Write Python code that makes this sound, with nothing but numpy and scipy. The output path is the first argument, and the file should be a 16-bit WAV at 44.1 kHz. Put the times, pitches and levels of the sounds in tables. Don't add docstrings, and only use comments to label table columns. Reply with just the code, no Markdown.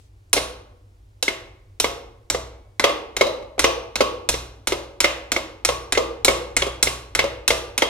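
import sys
import numpy as np
from scipy import signal
from scipy.fft import rfft, irfft
from scipy.io import wavfile

SR = 44100
rng = np.random.default_rng(int(sys.argv[2]) if len(sys.argv) > 2 else 0)


def unload_wav(signal):
    wavfile.write(
        sys.argv[1],
        SR,
        np.round(np.clip(np.atleast_2d(signal).T, -1, 1) * 32767).astype(np.int16),
    )


def boost_factor(decibels):
    exponent = np.asarray(decibels, float) / 20
    return 10 ** exponent


N = 347949

# start in seconds, crack in dB, mallet head in dB, peg's low and high note in Hz.
BLOWS = [(0.33, -12.5, -15.5, 3900, 9730), (1.2265, -18, -25, 3980, 7400), (1.7998, -16, -21.5, 5640, 7450),
         (2.3, -19, -23.5, 5910, 7540), (2.796, -23.5, -17, 4000, 7950), (3.166, -23, -23, 3830, 7000),
         (3.593, -15.5, -16.5, 3940, 8400), (3.956, -23.5, -22, 3900, 9550),
         (4.289, -14.5, -21, 4150, 7520), (4.672, -19.5, -23, 2950, 7500), (5.0036, -16, -16, 4070, 7340),
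         (5.318, -19.5, -20.5, 5620, 7440), (5.6491, -15, -17.5, 5810, 9370), (5.923, -20, -18, 3660, 7300),
         (6.247, -11.5, -15.5, 4160, 9400), (6.566, -17, -16.5, 2980, 9480),
         (6.827, -12, -18.5, 4130, 9450), (7.15, -21, -17, 3990, 7700), (7.478, -13, -14.5, 5640, 9170),
         (7.778, -19.5, -20.5, 6230, 7100)]
# start in seconds, box in dB, mallet head in dB, body note in Hz, side panel in dB.
SEATS = [(0.375, -18, -22.5, 495, -33.5), (1.28, -19.5, -16.5, 392, -38.5), (1.843, -13, -19, 469, -35),
         (2.346, -18, -28.5, 476, -43), (2.84, -6, -9.5, 465, -23.5), (3.21, -5.5, -15.5, 576, -37),
         (3.642, -5.5, -10, 497.7, -24.5), (4.006, -7, -14.5, 499, -22.5), (4.34, -22, -26, 450, -42.5),
         (4.721, -14, -23, 384, -45.5), (5.043, -11.5, -9.5, 570, -33), (5.363, -17.5, -20, 331, -38),
         (5.688, -12.5, -21, 471, -26.5), (5.974, -8, -19.5, 480, -30), (6.281, -7, -13.5, 502.4, -27),
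         (6.62, -16, -16.5, 386, -34), (6.871, -20, -18, 436, -32.5), (7.191, -12, -12, 497, -34),
         (7.504, -9.5, -14.5, 485.4, -47), (7.821, -8, -15.5, 474, -52)]


def evened(x):
    return x / np.sqrt(np.mean(x ** 2) + 1e-20)


def read(points, hz):
    f, value = np.transpose(points)
    return np.interp(np.log(hz + 1), np.log(f + 1), value)


def add(mix, s, sound):
    part = mix[:, round(s * SR):][:, :sound.shape[1]]
    part += sound[:, :part.shape[1]]


def rings(t, hz, db, t60):
    size = (-1) ** np.arange(len(hz)) * boost_factor(db)
    return size @ (boost_factor(-60 * t / t60[:, None]) * np.sin(2 * np.pi * hz[:, None] * t))


def causal(db):
    log_gain = np.log(boost_factor(np.maximum(np.r_[db, db[-2:0:-1]], -140)))
    return np.fft.ifft(np.exp(log_gain - 1j * signal.hilbert(log_gain).imag)).real


def dying_noise(noise, t60s):
    hz, t = np.fft.rfftfreq(noise.shape[1], 1 / SR), np.arange(noise.shape[1]) / SR
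    centres = np.array([f for f, _ in t60s])
    out = 0
    for row, (_, t60) in zip(np.eye(len(centres)), t60s):
        share = np.interp(np.log(hz + 1), np.log(centres), row)
        out = out + irfft(rfft(noise) * share, len(t)) * boost_factor(-60 * t / t60)
    return out / np.linalg.norm(out[0])


def hum():
    # frequency in Hz, level in dB per Hz.
    hum_spectrum = [(12, -35), (20, -23), (32, -13.5), (44, -6), (58, 0), (68, -30), (86, -7), (102, -0.5),
                    (130, -32), (248, -30), (310, -26.5), (1150, -40), (6910, -49.5), (9400, -51.5),
                    (16000, -58)]
    # frequency in Hz, likeness of left and right from -1 to 1.
    likeness = [(60, 1), (180, 0.97), (550, 0.13), (1650, -0.55), (4970, 0.69), (15000, -0.1)]
    frames, hz = N // 1024 + 5, np.fft.rfftfreq(4096, 1 / SR)
    a, b, c, d = rng.standard_normal((frames, 2049, 4)).T
    same = np.clip(read(likeness, hz), -1, 1)[:, None]
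    left = a + 1j * b
    right = same * left + np.sqrt(1 - same ** 2) * (c + 1j * d)
    spectra = np.array([left, right]) * boost_factor(read(hum_spectrum, hz))[:, None]
    noise = signal.istft(spectra, nperseg=4096, noverlap=3072)[1][:, :N]
    return boost_factor(-50) * evened(noise)


def rustle():
    out, t = np.zeros((2, N)), np.arange(8192) / SR
    band = signal.butter(2, [2200, 9000], "band", fs=SR, output="sos")
    noise = signal.sosfilt(band, rng.standard_normal((2, len(t))))
    add(out, 0, boost_factor(-63) * evened(noise) * np.sqrt(np.clip(1 - t / 0.09, 0, 1)))
    return out


def room(x, start_s, alike):
    # frequency in Hz, t60 in seconds.
    room_t60 = [(150, 1.0), (400, 0.77), (1040, 0.67), (2760, 0.51), (7280, 0.38)]
    taps = np.zeros((2, SR))
    at = np.arange(0, SR - 10, 10) + rng.integers(0, 10, (2, SR // 10 - 1))
    np.put_along_axis(taps, at, rng.choice([-1., 1.], at.shape), 1)
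    taps[1] = alike * taps[0] + np.sqrt(1 - min(alike, 1) ** 2) * taps[1]
    tail = dying_noise(taps, room_t60) * np.clip(np.arange(SR) / SR / start_s, 0, 1) ** 2
    return signal.fftconvolve(x, tail, axes=1)[:, :N]


def ports(x):
    # frequency in Hz, lead of the left port in radians.
    lead = [(100, 0.43), (500, 0.74), (2000, 1.02), (6000, 1.73), (15000, 1.3)]
    # frequency in Hz, left over right in dB.
    shade = [(250, -1), (500, 0), (1000, 1), (4000, -1.1), (9000, -1.5), (15000, -4)]
    hz = np.fft.rfftfreq(N, 1 / SR)
    left, right = rfft(x)
    apart = 1 / (1 + (420 / (hz + 1)) ** 2)
    mid, side = (left + right) / 2, apart * (left - right) / 2
    turn = np.exp(.5j * read(lead, hz)) * boost_factor(read(shade, hz) / 2)
    return irfft(np.array([(mid + side) * turn, (mid - side) / turn]), N)


def table():
    pushes = [-31.5, -42.5, -33.5, -29.5, -35.5, -34, -29, -32.5, -26, -32, -31, -36, -30, -28.5, -26, -26,
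              -26.5, -27, -29.5, -38]
    # mode in Hz, level in dB, t60 in seconds.
    table_modes = [(38, -2.5, .3), (58.8, -13, 1), (60.5, 0, 0.94), (79.5, -11, .4), (122.1, -9, 1),
                   (156, -15.5, 0.57)]
    out, t = np.zeros((2, N)), np.arange(SR) / SR
    hz, db, t60 = np.transpose(table_modes)
    swell = (1 - np.exp(-(t / 0.018) ** 2)) * (1 - t)
    for (s, *_), boom_db in zip(BLOWS, pushes):
        boom = rings(t, hz, boom_db + db + 1.1 * rng.standard_normal(len(hz)), t60)
        add(out, s + 0.007, boom[None] * swell)
        jolt = boost_factor(boom_db - 2.5 - 60 * t / 0.15) * np.sin(2 * np.pi * 40 * t)
        add(out, s, jolt[None])
    return out


def touches():
    # start in seconds, level in dB, pitch in Hz, t60 in seconds.
    brushes = [
        (.297, -51, 7500, 0.0067),
        (2.150, -57, 582, 0.025),
        (2.592, -49, 600, 0.021),
        (2.672, -48, 600, .03),
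        (3.518, -48, 604, 0.036),
    ]
    out, t = np.zeros((2, N)), np.arange(4096) / SR
    for s, db, hz, t60 in brushes:
        add(out, s, boost_factor(db - 60 * t / t60) * np.sin(2 * np.pi * hz * t)[None])
    return out


def bar():
    # start in seconds, level in dB.
    shivers = [
        (1.28, -61),
        (2.346, -59.5),
        (5.042, -69),
        (6.87, -79),
    ]
    out, t = np.zeros((2, N)), np.arange(SR // 2) / SR
    bar_hz, bar_t60 = 2245, 2.2
    for s, db in shivers:
        add(out, s, boost_factor(db - 60 * t / bar_t60) * np.sin(2 * np.pi * bar_hz * t)[None] * np.sqrt(1 - 2 * t))
    return out


def knocks(rows, column_hz, peaks, crack, ring_db, crack_db, box_db, scatter_db, detune, alike, slower, rise_s,
           direct, far_db, clear_db):
    # mode in Hz, level in dB, t60 in seconds.
    box_modes = [(337, -10.5, 0.14), (341, -16.5, 0.84), (420, -14.5, 0.2), (475, -4, 0.2),
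                 (576.7, 0.5, 0.16), (643.5, -2, 0.2), (1096, -19.5, 0.21), (1201, -11, 0.31),
                 (1136, -22, 0.11), (1210, -16, 0.1)]
    # frequency in Hz, t60 in seconds.
    scatter_t60 = [(200, 0.092), (800, 0.064), (3000, 0.061), (12000, 0.068)]
    rows, near, sent = np.array(rows), np.zeros((2, N)), np.zeros((1, N))
    t, bins = np.arange(8192) / SR, np.fft.rfftfreq(4096, 1 / SR)
    peak_hz, width, peak_db = np.transpose(peaks)
    box_hz, box_mode_db, box_t60 = np.transpose(box_modes)
    for s, *parts_db in rows:
        colour = list(zip(column_hz, parts_db - rows[:, 1:5].mean(0)))
        hz = peak_hz * (1 + detune * rng.standard_normal(len(peak_hz)))
        db = ring_db + peak_db + read(colour, hz) + rng.uniform(-4, 4, len(hz))
        ring = rings(t, hz, db, slower * 1.65 / np.maximum(width, 60))

        shifted_hz = box_hz * (1 + 0.03 * rng.standard_normal(len(box_hz)))
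        db = box_db + box_mode_db + read(colour, box_hz) + 2 * rng.standard_normal(len(box_hz))
        knock = rings(t, shifted_hz, db, box_t60)
        knock[:2048] += causal(crack_db + read(crack, bins) + read(colour, bins))[:2048]

        a, b = rng.standard_normal((2, 4096))
        scatter = np.array([a, alike * a + np.sqrt(1 - min(alike, 1) ** 2) * b])
        paths = boost_factor(scatter_db) * dying_noise(scatter, scatter_t60)
        paths *= 1 - np.exp(-(t[:4096] / rise_s) ** 2)
        paths[:, 0] += direct
        heard = signal.fftconvolve((knock + ring)[None], paths, axes=1)
        heard[:, :len(t)] += boost_factor(clear_db) * ring * (1 - np.exp(-t / rise_s))
        add(near, s, heard)
        add(sent, s, (knock + boost_factor(far_db) * ring)[None])
    return near, sent


def seat_notes():
    # mode in Hz, level in dB, t60 in seconds.
    panel_modes = [(1079, -4, 0.41), (1116, -1.5, 0.69)]
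    out, t = np.zeros((1, N)), np.arange(SR // 2) / SR
    panel = rings(t, *np.transpose(panel_modes))
    shape = (1 - np.exp(-t / 0.0021)) * (1 - 2 * t)
    t60 = np.array([0.079, 0.023, 0.079])
    for s, box_db, head_db, hz, panel_db in SEATS:
        note_hz = np.array([hz, 2122, hz * 1.07])
        note_db = np.array([box_db - 5, head_db - 10.5, box_db - 5 - 4])
        note = rings(t, note_hz, note_db, t60)
        add(out, s, (note + boost_factor(panel_db) * panel)[None] * shape)
    return out


def stop_rows():
    # start in seconds, box in dB, mallet head in dB, crack in dB.
    bounces = [
        (0.365, -16, -21.5, -20),
        (2.894, -15.5, -31, -32.5),
        (3.267, -17, -35.5, -31),
        (3.424, -33.5, -50.5, -55),
        (3.58, -21, -37.5, -47.5),
        (4.833, -41, -56.5, -51),
        (5.95, -26.5, -20.5, -35),
        (6.666, -17, -38.5, -33),
        (7.24, -16, -43.5, -31),
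    ]
    rows = []
    for s, box_db, head_db, _, _ in SEATS:
        rows.append((s, box_db, box_db - 10.5, head_db, (box_db + head_db) / 2 - 6))
    for s, box_db, head_db, crack_db in bounces:
        rows.append((s, box_db, box_db - 15.5, head_db, crack_db))
    return sorted(rows)


def stops():
    stop_hz = [500, 1100, 2150, 4500]
    # frequency in Hz, width in Hz, level in dB.
    bench_modes = [(525.6, 113, 14.5), (775, 7.6, -6.5), (1200, 180, 4.5), (1400, 8.7, -9.5), (2156, 16, 7),
                   (2600, 5, -25.5), (2980, 27, -16.5), (3240, 43, -7), (3240, 13, -8), (3900, 10, -9),
                   (5840, 51, -9), (7520, 100, -33.5), (8900, 54, -34.5), (12200, 130, -28)]
    # frequency in Hz, level in dB per Hz.
    bench_crack = [(59, -55), (100, -22.5), (476, 1.5), (1170, -8), (1750, -19), (2120, -17), (2360, -4),
                   (3860, -10), (4990, -13.5), (13900, -33.5), (16500, -45.5)]
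    near, sent = knocks(stop_rows(), stop_hz, bench_modes, bench_crack, ring_db=-28.5, crack_db=13.0,
                        box_db=-34.5, scatter_db=7.0, detune=0.021, alike=0.38, slower=0.63, rise_s=0.00089,
                        direct=0.092, far_db=-4.0, clear_db=9.5)
    notes = seat_notes()
    return near + notes, sent + boost_factor(-5.5) * notes


def blow_rows():
    boxed = [-17, -25.5, -23.5, -22, -20.5, -25.5, -20, -24, -20, -20.5, -23.5, -19.5, -24.5, -23, -19, -22,
             -18.5, -24.5, -22.5, -25]
    s, crack_db, head_db = np.transpose(BLOWS)[:3]
    edge_db = -19.5 + 1.3 * (crack_db - crack_db.mean())
    return np.transpose([s, boxed, head_db, crack_db, edge_db])


def peg_notes():
    # start in seconds, level in dB, pitch in Hz.
    landings = [
        (2.8419, -2, 3460),
        (3.212, 3, 3950),
        (3.6416, -13, 2960),
        (3.6416, 2, 5770),
        (6.2811, -13, 4400),
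        (6.624, -1, 3300),
        (7.8204, 5.5, 3240),
    ]
    out, t = np.zeros((1, N)), np.arange(4096) / SR
    rise = 1 - np.exp(-t / 0.0011)
    rows = blow_rows()
    for (s, _, _, crack_db, edge_db), (*_, low_hz, high_hz) in zip(rows, BLOWS):
        low_db = -21.5 + 0.6 * (crack_db - rows[:, 3].mean())
        note = rings(t, np.array([low_hz, high_hz]), np.array([low_db, edge_db - 3]), np.array([0.057, 0.057]))
        add(out, s, note[None] * rise)
    for s, db, hz in landings:
        note = rings(t, np.array([hz]), np.array([db - 5.5]), np.array([0.018]))
        add(out, s, note[None] * rise)
    return out


def blows():
    blow_hz = [500, 2150, 4500, 9000]
    # frequency in Hz, width in Hz, level in dB.
    peg_modes = [(662, 250, -14), (1270, 75, -16), (2147, 100, 11.5), (2495, 31, 5), (2960, 53, -11),
                 (3070, 69, -2.5), (4130, 200, 11), (5310, 95, 9), (5830, 110, 0), (7520, 138, 15.5),
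                 (8110, 120, -27.5), (9540, 110, 11.5), (9600, 110, -14), (12900, 33, -2.5),
                 (14200, 230, -18.5), (14280, 150, -22.5)]
    # frequency in Hz, level in dB per Hz.
    peg_crack = [(59, -43.5), (100, 1.5), (507, 2.5), (1610, 1.5), (2120, -12.5), (2800, 1.5), (5670, 3),
                 (8150, -4), (9880, -4.5), (15100, -18), (16500, -42)]
    near, sent = knocks(blow_rows(), blow_hz, peg_modes, peg_crack, ring_db=-28, crack_db=10, box_db=-49,
                        scatter_db=4.5, detune=0.024, alike=0.86, slower=0.77, rise_s=0.00044, direct=0.25,
                        far_db=-1.0, clear_db=5.5)
    pegs = peg_notes()
    return near + pegs, sent + boost_factor(-5.0) * pegs


def scene():
    blows_near, blows_out = blows()
    stops_near, stops_out = stops()
    wood = blows_near + stops_near
    wood += boost_factor(-0.5) * room(blows_out, 0.026, alike=0.51)
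    wood += boost_factor(1) * room(stops_out, 0.0053, alike=0.27)
    wood = signal.sosfilt(signal.butter(4, 255, "high", fs=SR, output="sos"), wood)
    return ports(wood) + touches() + bar() + table() + hum() + rustle()


def low_pass(x):
    return signal.sosfilt(signal.butter(12, 17010, fs=SR, output="sos"), x)


def record(dry):
    ceiling = 0.8
    rounded = ceiling * np.tanh(dry / ceiling)
    limited = signal.oaconvolve(rounded, signal.firwin(101, 16300, fs=SR)[None], "same")
    return low_pass(limited)


dry = scene()
out = record(dry)
unload_wav(out)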